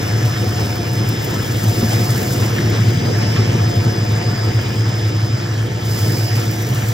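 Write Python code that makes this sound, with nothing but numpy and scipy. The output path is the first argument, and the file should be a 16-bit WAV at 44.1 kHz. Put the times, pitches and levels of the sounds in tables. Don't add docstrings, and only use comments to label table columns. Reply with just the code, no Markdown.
import sys
import numpy as np
from scipy import signal
from scipy.fft import rfft, irfft
from scipy.io import wavfile
from scipy.ndimage import map_coordinates

SR = 44100
rng = np.random.default_rng(int(sys.argv[2]) if len(sys.argv) > 2 else 0)


def persist_wave(psi):
    counts = np.round(np.clip(psi, -1, 1) * 32767).astype(np.int16)
    wavfile.write(sys.argv[1], SR, np.atleast_2d(counts).T)


N = 305604
TIME = np.arange(N) / SR
BINS_HZ = np.fft.rfftfreq(N, 1 / SR)

DRONE_HZ, SLOT_HZ = 108, 714
SWITCH_HZ, SPACING_HZ = 5039.7, 80.7
BAND_LIMIT_HZ = 15800

# centre in seconds, relative peak in dB.
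THROBS = [(0.118, -20), (0.16, -12), (0.247, -8), (0.416, -16), (0.495, -16), (0.642, -16), (0.926, -16.5),
          (1.014, -15), (1.103, -12), (1.553, -14), (1.654, -11.5), (1.702, -10.5), (1.85, -12),
          (1.951, -9), (2.022, -17), (2.109, -10.5), (2.179, -23), (2.422, -15), (2.467, -14.0),
          (2.557, -19), (2.671, -12), (2.729, -11), (2.822, -8.5), (2.885, -8), (2.972, -23), (3.083, -19),
          (3.143, -14.5), (3.186, -20), (3.23, -15), (3.274, -14), (3.319, -14), (3.413, -7.5),
          (3.497, -17), (3.554, -11.5), (3.63, -10), (3.684, -11.0), (3.791, -9.5), (3.881, -12),
          (4.031, -13.5), (4.096, -27), (4.143, -9), (4.274, -14), (4.434, -16.0), (4.477, -12.5),
          (4.571, -9.5), (4.803, -9.5), (4.881, -10.5), (4.983, -12.5), (5.069, -8.5), (5.172, -11.5),
          (5.238, -12.0), (5.34, -10.5), (5.514, -18), (5.584, -22), (5.627, -16), (5.878, -17),
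          (5.922, -20), (6.032, -11.5), (6.087, -12), (6.132, -18), (6.204, -14.0), (6.245, -13.5),
          (6.329, -15), (6.383, -10.5), (6.473, -14.5), (6.584, -19), (6.724, -10.5), (6.789, -16),
          (6.836, -18), (6.91, -12.5)]
# frequency in Hz, relative density in dB.
BOOM_COLOUR = [(28, -22), (52, -8.5), (75, 2), (100, 6.5), (126, 6), (170, 1), (300, -80)]
# time in seconds, relative level in dB.
LOAD = [(0, -18.5), (.8, -21.5), (1.55, -19), (1.9, -18.5), (2.4, -19), (2.65, -19), (3.45, -17.5),
        (3.7, -20), (4.5, -21), (5.35, -24.5), (5.8, -25.5), (6.05, -20.5), (6.4, -22.5), (6.92, -23)]
# frequency in Hz, level in dB before waver and load.
GEAR_TONES = [(97.7, -30), (117.8, -28), (126.9, -25.5), (164, -36.5), (193.7, -32.5), (293.8, -40.5),
              (319, -35.5), (350, -35), (484, -43), (892, -43)]
# time in seconds, relative level in dB.
SLOT_LEVEL = [(0, -40), (.8, -40.5), (2.08, -38.5), (2.5, -46.5), (3.65, -34), (4.45, -40.5), (4.7, -50),
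              (5.8, -48), (6.35, -39), (6.92, -51.5)]
# frequency in Hz, relative density in dB.
RUMBLE_COLOUR = [(90, -23), (150, -2.5), (225, 0), (270, -4), (335, -1.5), (390, -5.5), (470, -3.5),
                 (560, -13.5), (700, -31), (1200, -88)]
# frequency in Hz, relative density in dB.
GRIND_COLOUR = [(350, -15.5), (600, 3), (800, 0.5), (1100, -3.5), (1350, -3), (1880, -3), (2900, -5),
                (4200, -12.5), (6500, -11.5), (9000, -18.5), (15500, -98)]
# centre in seconds, swell of the grinding in dB.
SCRAPES = [(.59, 3.5), (1.93, 5), (2.43, 4.5), (2.747, 3.5), (3.22, 2.5), (3.54, 2), (6.377, 3.5)]
# frequency in Hz, width between -6 dB points in Hz, relative level in dB.
DISC_RINGS = [(1311, 27, -49), (1722, 180, -43.5), (2236, 32, -51.5), (3300, 1000, -44)]
# time in seconds, level in dB.
CHURN_LEVEL = [(2.48, -56), (2.6, -21), (3.02, -25.5), (3.45, -25), (4.5, -33), (4.8, -56)]
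# frequency in Hz, width between -6 dB points in Hz, relative level in dB.
CHURN_RINGS = [(156, 68, 0), (196, 61, -8), (330, 81, -7.5)]
# start in seconds, level at onset in dB.
CRUNCHES = [(2.562, -26.5), (3.357, -23.5)]
# start in seconds, relative level in dB, most excited frequency in Hz.
KNOCKS = [(1.636, -15, 200), (1.828, -8, 200), (3.39, -12, 332), (3.549, -10.5, 410)]
# frequency in Hz, relative level in dB, 60 dB decay in seconds.
HOPPER_MODES = [(111, -4, 0.18), (176, 6.5, 0.087), (221, 8, 0.12), (369, 7, 0.053), (522, 2, 0.034)]
# start in seconds, mean pitch in Hz, length in seconds,
# relative level in dB.
SQUEAKS = [(2.557, 1880, 0.05, -31.5), (3.356, 1160, 0.053, -33.5), (5.4, 1730, 0.28, -45)]
# start in seconds, relative level in dB.
SNAPS = [(0.757, -25), (1.089, -16), (1.245, -19), (1.341, -23), (2.699, -23), (4.12, -27), (6.511, -20),
         (6.622, -21)]
# time in seconds, relative level in dB.
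SLIDE = [(0, -39), (1.2, -38), (1.9, -32), (2.3, -30.5), (2.55, -39), (3, -42.5), (4.9, -43.5),
         (5.35, -47.5), (5.8, -45), (5.95, -32.5), (6.5, -35.5), (6.92, -35)]
# frequency in Hz, relative density in dB.
HISS_COLOUR = [(1200, -41), (2500, 2), (3300, -6), (4300, 7.5), (6000, 8.5), (7800, 11), (9800, 10),
               (11800, 6.5), (15700, 4)]
# time in seconds, relative level in dB.
WHINE_BOTTOM = [(3.3, -55), (4.05, -45), (5.4, -50), (5.9, -55)]
WHINE_LOW = [(0, -50), (1.5, -52), (1.72, -38.5), (2.1, -36.5), (2.3, -47), (2.93, -36.5), (3.3, -41.5),
             (3.72, -51), (3.98, -39), (4.38, -32.5), (4.72, -47), (5.38, -39), (5.62, -51), (5.85, -42),
             (6.3, -34), (6.92, -59)]
WHINE_MIDDLE = [(0, -43), (1, -44), (1.98, -37), (2.19, -39), (2.32, -35), (2.62, -43), (2.8, -41),
                (2.98, -50), (3.42, -55), (3.66, -34), (4.25, -40.5), (4.8, -36), (5.3, -47), (5.62, -58),
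                (5.92, -35), (6.33, -36), (6.92, -55)]
WHINE_HIGH = [(0, -37.5), (.75, -35.5), (1.45, -38), (1.63, -53), (1.8, -35.5), (2.14, -39), (2.3, -54),
              (3, -50), (3.15, -35.5), (3.42, -34), (3.65, -44), (4.25, -51), (4.95, -38.5), (5.5, -42.5),
              (5.65, -51)]
WHINE_TOP = [(0, -43), (1.4, -54), (2.68, -42.5), (3.9, -50), (5.8, -57), (6.15, -45)]
# frequency in Hz, relative level in dB.
SIDEBANDS = [(4878, -52.5), (5201, -49)]
# frequency in Hz, coherence from 0 to 1.
MACHINE_SAME = [(110, 0.98), (220, 0.96), (330, 0.73), (600, 0.38), (950, 0.22), (2000, 0.39), (2700, 0.64),
                (5000, 1), (15000, 1)]
NET_SAME = [(2000, .75), (7000, .8), (8600, 1), (15000, .97)]
# frequency in Hz, phase in radians.
LEAD = [(500, 0), (760, -3), (1100, -6.1), (1500, -6.5), (2100, -7.5), (3000, -10.9), (4500, -13.5),
        (5800, -13.4), (7500, -14.3), (8700, -15.6), (10900, -15.8), (12600, -18.5)]
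# time in seconds, left over right in dB.
BALANCE = [(0, 0.9), (6.92, -0.1)]


def drone(hum_db=-21.5, throb_db=-1.5, throb_s=0.017, throb_hz=111, scatter=0.063,
          boom_db=-28.0, wander_rad=0.97):
    mesh = 2 * np.pi * DRONE_HZ * TIME + wander_rad * drift(1)
    hum = gain_of(hum_db) * np.sin(mesh)
    for (s, db), chance in zip(THROBS, rng.standard_normal(len(THROBS))):
        near = abs(TIME - s) < 4 * throb_s
        t = TIME[near] - s
        off_hz = throb_hz * (1 + scatter * chance) - DRONE_HZ
        swell = gain_of(db + throb_db) * np.exp(-.5 * (t / throb_s) ** 2)
        hum[near] += swell * np.sin(mesh[near] + 2 * np.pi * off_hz * t)
    boom = ports(rng.standard_normal((2, N)), BOOM_COLOUR, MACHINE_SAME)
    return hum + gain_of(boom_db) * boom


def gears(wander_rad=0.99, waver_db=2.0, load_share=0.94,
          slot_db=4.5, slot_waver_db=2.5, slot_wander_rad=2.4):
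    load = evened(follow(LOAD, load_share))
    tones = 0
    for hz, db in GEAR_TONES:
        level = gain_of(db + waver_db * drift(3.1)) * (load if hz < 2 * DRONE_HZ else 1)
        tones = tones + level * tone(hz, wander_rad, 0.97, lead_at(hz))
    slot_level = follow(SLOT_LEVEL) * gain_of(slot_db + slot_waver_db * drift(16))
    return tones + slot_level * tone(SLOT_HZ, slot_wander_rad, 6.9, 0.86)


def cutters(rumble_db=-26.5, grind_db=-29.0, grind_share=0.48, flutter_db=2.0, scrape_s=0.023,
            chips_per_s=700, spread_db=3.5, clumps_db=2.5, clump_s=.022, clump_hz=400):
    scrape_db = sum(db * np.exp(-.5 * ((TIME - s) / scrape_s) ** 2) for s, db in SCRAPES)
    rumble = ports(rng.standard_normal((2, N)), RUMBLE_COLOUR, MACHINE_SAME)
    rumble = rumble * gain_of(rumble_db + flutter_db * drift(6.9) + scrape_db / 2)
    chopping = rng.standard_normal((2, N)) + sparse(chips_per_s, spread_db) / 2
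    grind = gain_of(grind_db + scrape_db) * ports(chopping, GRIND_COLOUR, MACHINE_SAME)
    grind = patchy(grind + discs(), clumps_db, clump_s, clump_hz)
    return evened(follow(LOAD)) * rumble + evened(follow(LOAD, grind_share)) * grind


def discs():
    rubbing = rfft(rng.standard_normal(N))
    rings = 0
    for hz, width_hz, db in DISC_RINGS:
        resonance = 1 / (1 + (2 * (BINS_HZ - hz) / width_hz) ** 2)
        rings = rings + gain_of(db) * evened(irfft(rubbing * resonance, N))
    return placed(rings)


def churn(tugs_per_s=260):
    tugs = rfft(sparse(tugs_per_s, 0)[0])
    body = 0
    for hz, width_hz, db in CHURN_RINGS:
        resonance = 1 / (1 + 2j * (BINS_HZ - hz) / width_hz) ** 2
        body = body + gain_of(db) * evened(irfft(tugs * resonance, N))
    return placed(follow(CHURN_LEVEL) * evened(body))


def crunches(decay_s=0.047):
    level = sum(gain_of(db) * (TIME > s) * np.exp(-abs(TIME - s) / decay_s) for s, db in CRUNCHES)
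    band = signal.butter(2, [700, 3400], "band", fs=SR, output="sos")
    return placed(level * evened(signal.sosfilt(band, sparse(900, 2)[0])))


def knocks(rise_s=0.002, crunch_db=-15, crunch_s=0.017, focus_db=7):
    t, out = TIME[:SR // 3], np.zeros(N)
    dull = signal.butter(1, [200, 700], "band", fs=SR, output="sos")
    for s, level_db, centre_hz in KNOCKS:
        ring = 0
        for hz, db, t60_s in HOPPER_MODES:
            mode_db = db - focus_db * np.log2(hz / centre_hz) ** 2 - 60 * t / t60_s
            ring = ring + gain_of(mode_db) * np.sin(2 * np.pi * hz * t)
        crunch = evened(signal.sosfilt(dull, rng.standard_normal(len(t))))
        crunch = gain_of(crunch_db) * crunch * np.exp(-t / crunch_s)
        add(out, s, gain_of(level_db) * (ring / 2 + crunch) * (1 - np.exp(-t / rise_s)))
    return placed(out)


def squeaks():
    out = np.zeros(N)
    for s, hz, length_s, db in SQUEAKS:
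        count = int(length_s * SR)
        pitch_hz = hz * (1 + .08 * drift(200)[:count])
        slips = evened(gain_of(5 * drift(70)[:count]))
        envelope = 2 * gain_of(db) * signal.windows.tukey(count) * slips
        add(out, s, envelope * np.sin(2 * np.pi * np.cumsum(pitch_hz) / SR))
    return placed(out)


def snaps(level_db=-5, crack_s=0.0049, tail_s=0.013, tail_db=-14, low_hz=6500):
    t, out = TIME[:SR // 16], np.zeros(N)
    shape = np.exp(-t / crack_s) + gain_of(tail_db) * np.exp(-t / tail_s)
    for s, db in SNAPS:
        add(out, s, gain_of(db + level_db) * shape * rng.standard_normal(len(t)))
    return placed(signal.sosfilt(signal.butter(2, low_hz, "high", fs=SR, output="sos"), out))


def netting(hiss_db=1.5, crackle_db=-6.5, knots_per_s=500, spread_db=7.5, flicker_db=1.6):
    threads = gain_of(hiss_db) * ports(rng.standard_normal((2, N)), HISS_COLOUR, NET_SAME)
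    knots = gain_of(crackle_db) * ports(sparse(knots_per_s, spread_db), HISS_COLOUR, NET_SAME)
    return follow(SLIDE) * gain_of(flicker_db * drift(19.0)) * (threads + knots)


def whine(flutter_db=1.5, ports_db=3, wander_rad=0.82, stray_rad=.4, apart_rad=.7, waver_db=3.5):
    lead, shared = lead_at(SWITCH_HZ), wander_rad * drift(1)
    tones = [(SWITCH_HZ - 3 * SPACING_HZ, WHINE_BOTTOM), (SWITCH_HZ - SPACING_HZ, WHINE_LOW),
             (SWITCH_HZ, WHINE_MIDDLE), (SWITCH_HZ + SPACING_HZ, WHINE_HIGH),
             (SWITCH_HZ + SLOT_HZ, WHINE_TOP)]
    out = 0
    for hz, rows in tones:
        tilt_db = ports_db * np.outer([.5, -.5], drift(0.85))
        level = follow(rows) * gain_of(flutter_db * drift(13) + tilt_db)
        out = out + level * tone(hz, stray_rad, 1.6, lead, shared, apart_rad)
    for hz, db in SIDEBANDS:
        out = out + gain_of(db + waver_db * drift(2.9)) * tone(hz, 1, 2.5, lead)
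    return np.sqrt(2) * out


def tone(hz, wander_rad, wander_hz, lead_rad, shared_rad=0, apart_rad=1.0):
    phase = 2 * np.pi * hz * TIME + shared_rad + wander_rad * drift(wander_hz)
    shift = apart_rad * min(hz / SLOT_HZ, 1) * drift(0.65)
    return np.sin([phase, phase - lead_rad + shift])


def sparse(per_s, spread_db):
    size = gain_of(spread_db * np.minimum(rng.exponential(1, (2, N)), 4))
    return evened(size * rng.choice([-1, 1], (2, N)) * (rng.random((2, N)) < per_s / SR))


def patchy(pair, depth_db, patch_s, patch_hz):
    hz, t, spectrum = signal.stft(pair, SR, nperseg=512, noverlap=384)
    field = rng.standard_normal((200, 600))
    where = np.meshgrid(hz / patch_hz, t / patch_s, indexing="ij")
    swell_db = depth_db * map_coordinates(field, where, order=1, mode="mirror")
    return signal.istft(spectrum * gain_of(swell_db), SR, nperseg=512, noverlap=384)[1][:, :N]


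def ports(pair, colour, likeness):
    direct, diffuse = rfft(pair)
    same = np.clip(at_bins(likeness), 0, 1)
    right = (same * direct + np.sqrt(1 - same ** 2) * diffuse) * np.exp(-1j * at_bins(LEAD))
    return evened(irfft(np.array([direct, right]) * gain_of(at_bins(colour)), N))


def placed(x):
    return np.array([x, irfft(rfft(x) * np.exp(-1j * at_bins(LEAD)), N)])


def lead_at(hz):
    return np.interp(hz, *np.transpose(LEAD))


def drift(width_hz):
    window = signal.windows.gaussian(2001, 1000 / (2 * np.pi * width_hz))
    noise = signal.oaconvolve(rng.standard_normal(12000), window, "valid")
    return evened(np.interp(TIME, np.arange(len(noise)) / 1000, noise))


def follow(rows, share=1):
    return gain_of(share * np.interp(TIME, *np.transpose(rows)))


def at_bins(points):
    hz, value = np.transpose(points)
    return np.interp(np.log(BINS_HZ + 1), np.log(hz + 1), value)


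def add(mix, s, sound):
    part = mix[round(s * SR):][:len(sound)]
    part += sound[:len(part)]


def evened(x):
    return x / np.sqrt(np.mean(x ** 2) + 1e-20)


def gain_of(db):
    return 10 ** (np.asarray(db) / 20)


def scene():
    machine = drone() + gears() + cutters() + churn() + knocks() + whine()
    return machine + crunches() + squeaks() + snaps() + netting()


def record(dry):
    left = np.sqrt(follow(BALANCE))
    heard = dry * np.array([left, 1 / left])
    low_pass = signal.firwin(511, BAND_LIMIT_HZ, window=("kaiser", 9), fs=SR)
    return signal.oaconvolve(heard, low_pass[None], "same")


dry = scene()
out = record(dry)
persist_wave(out)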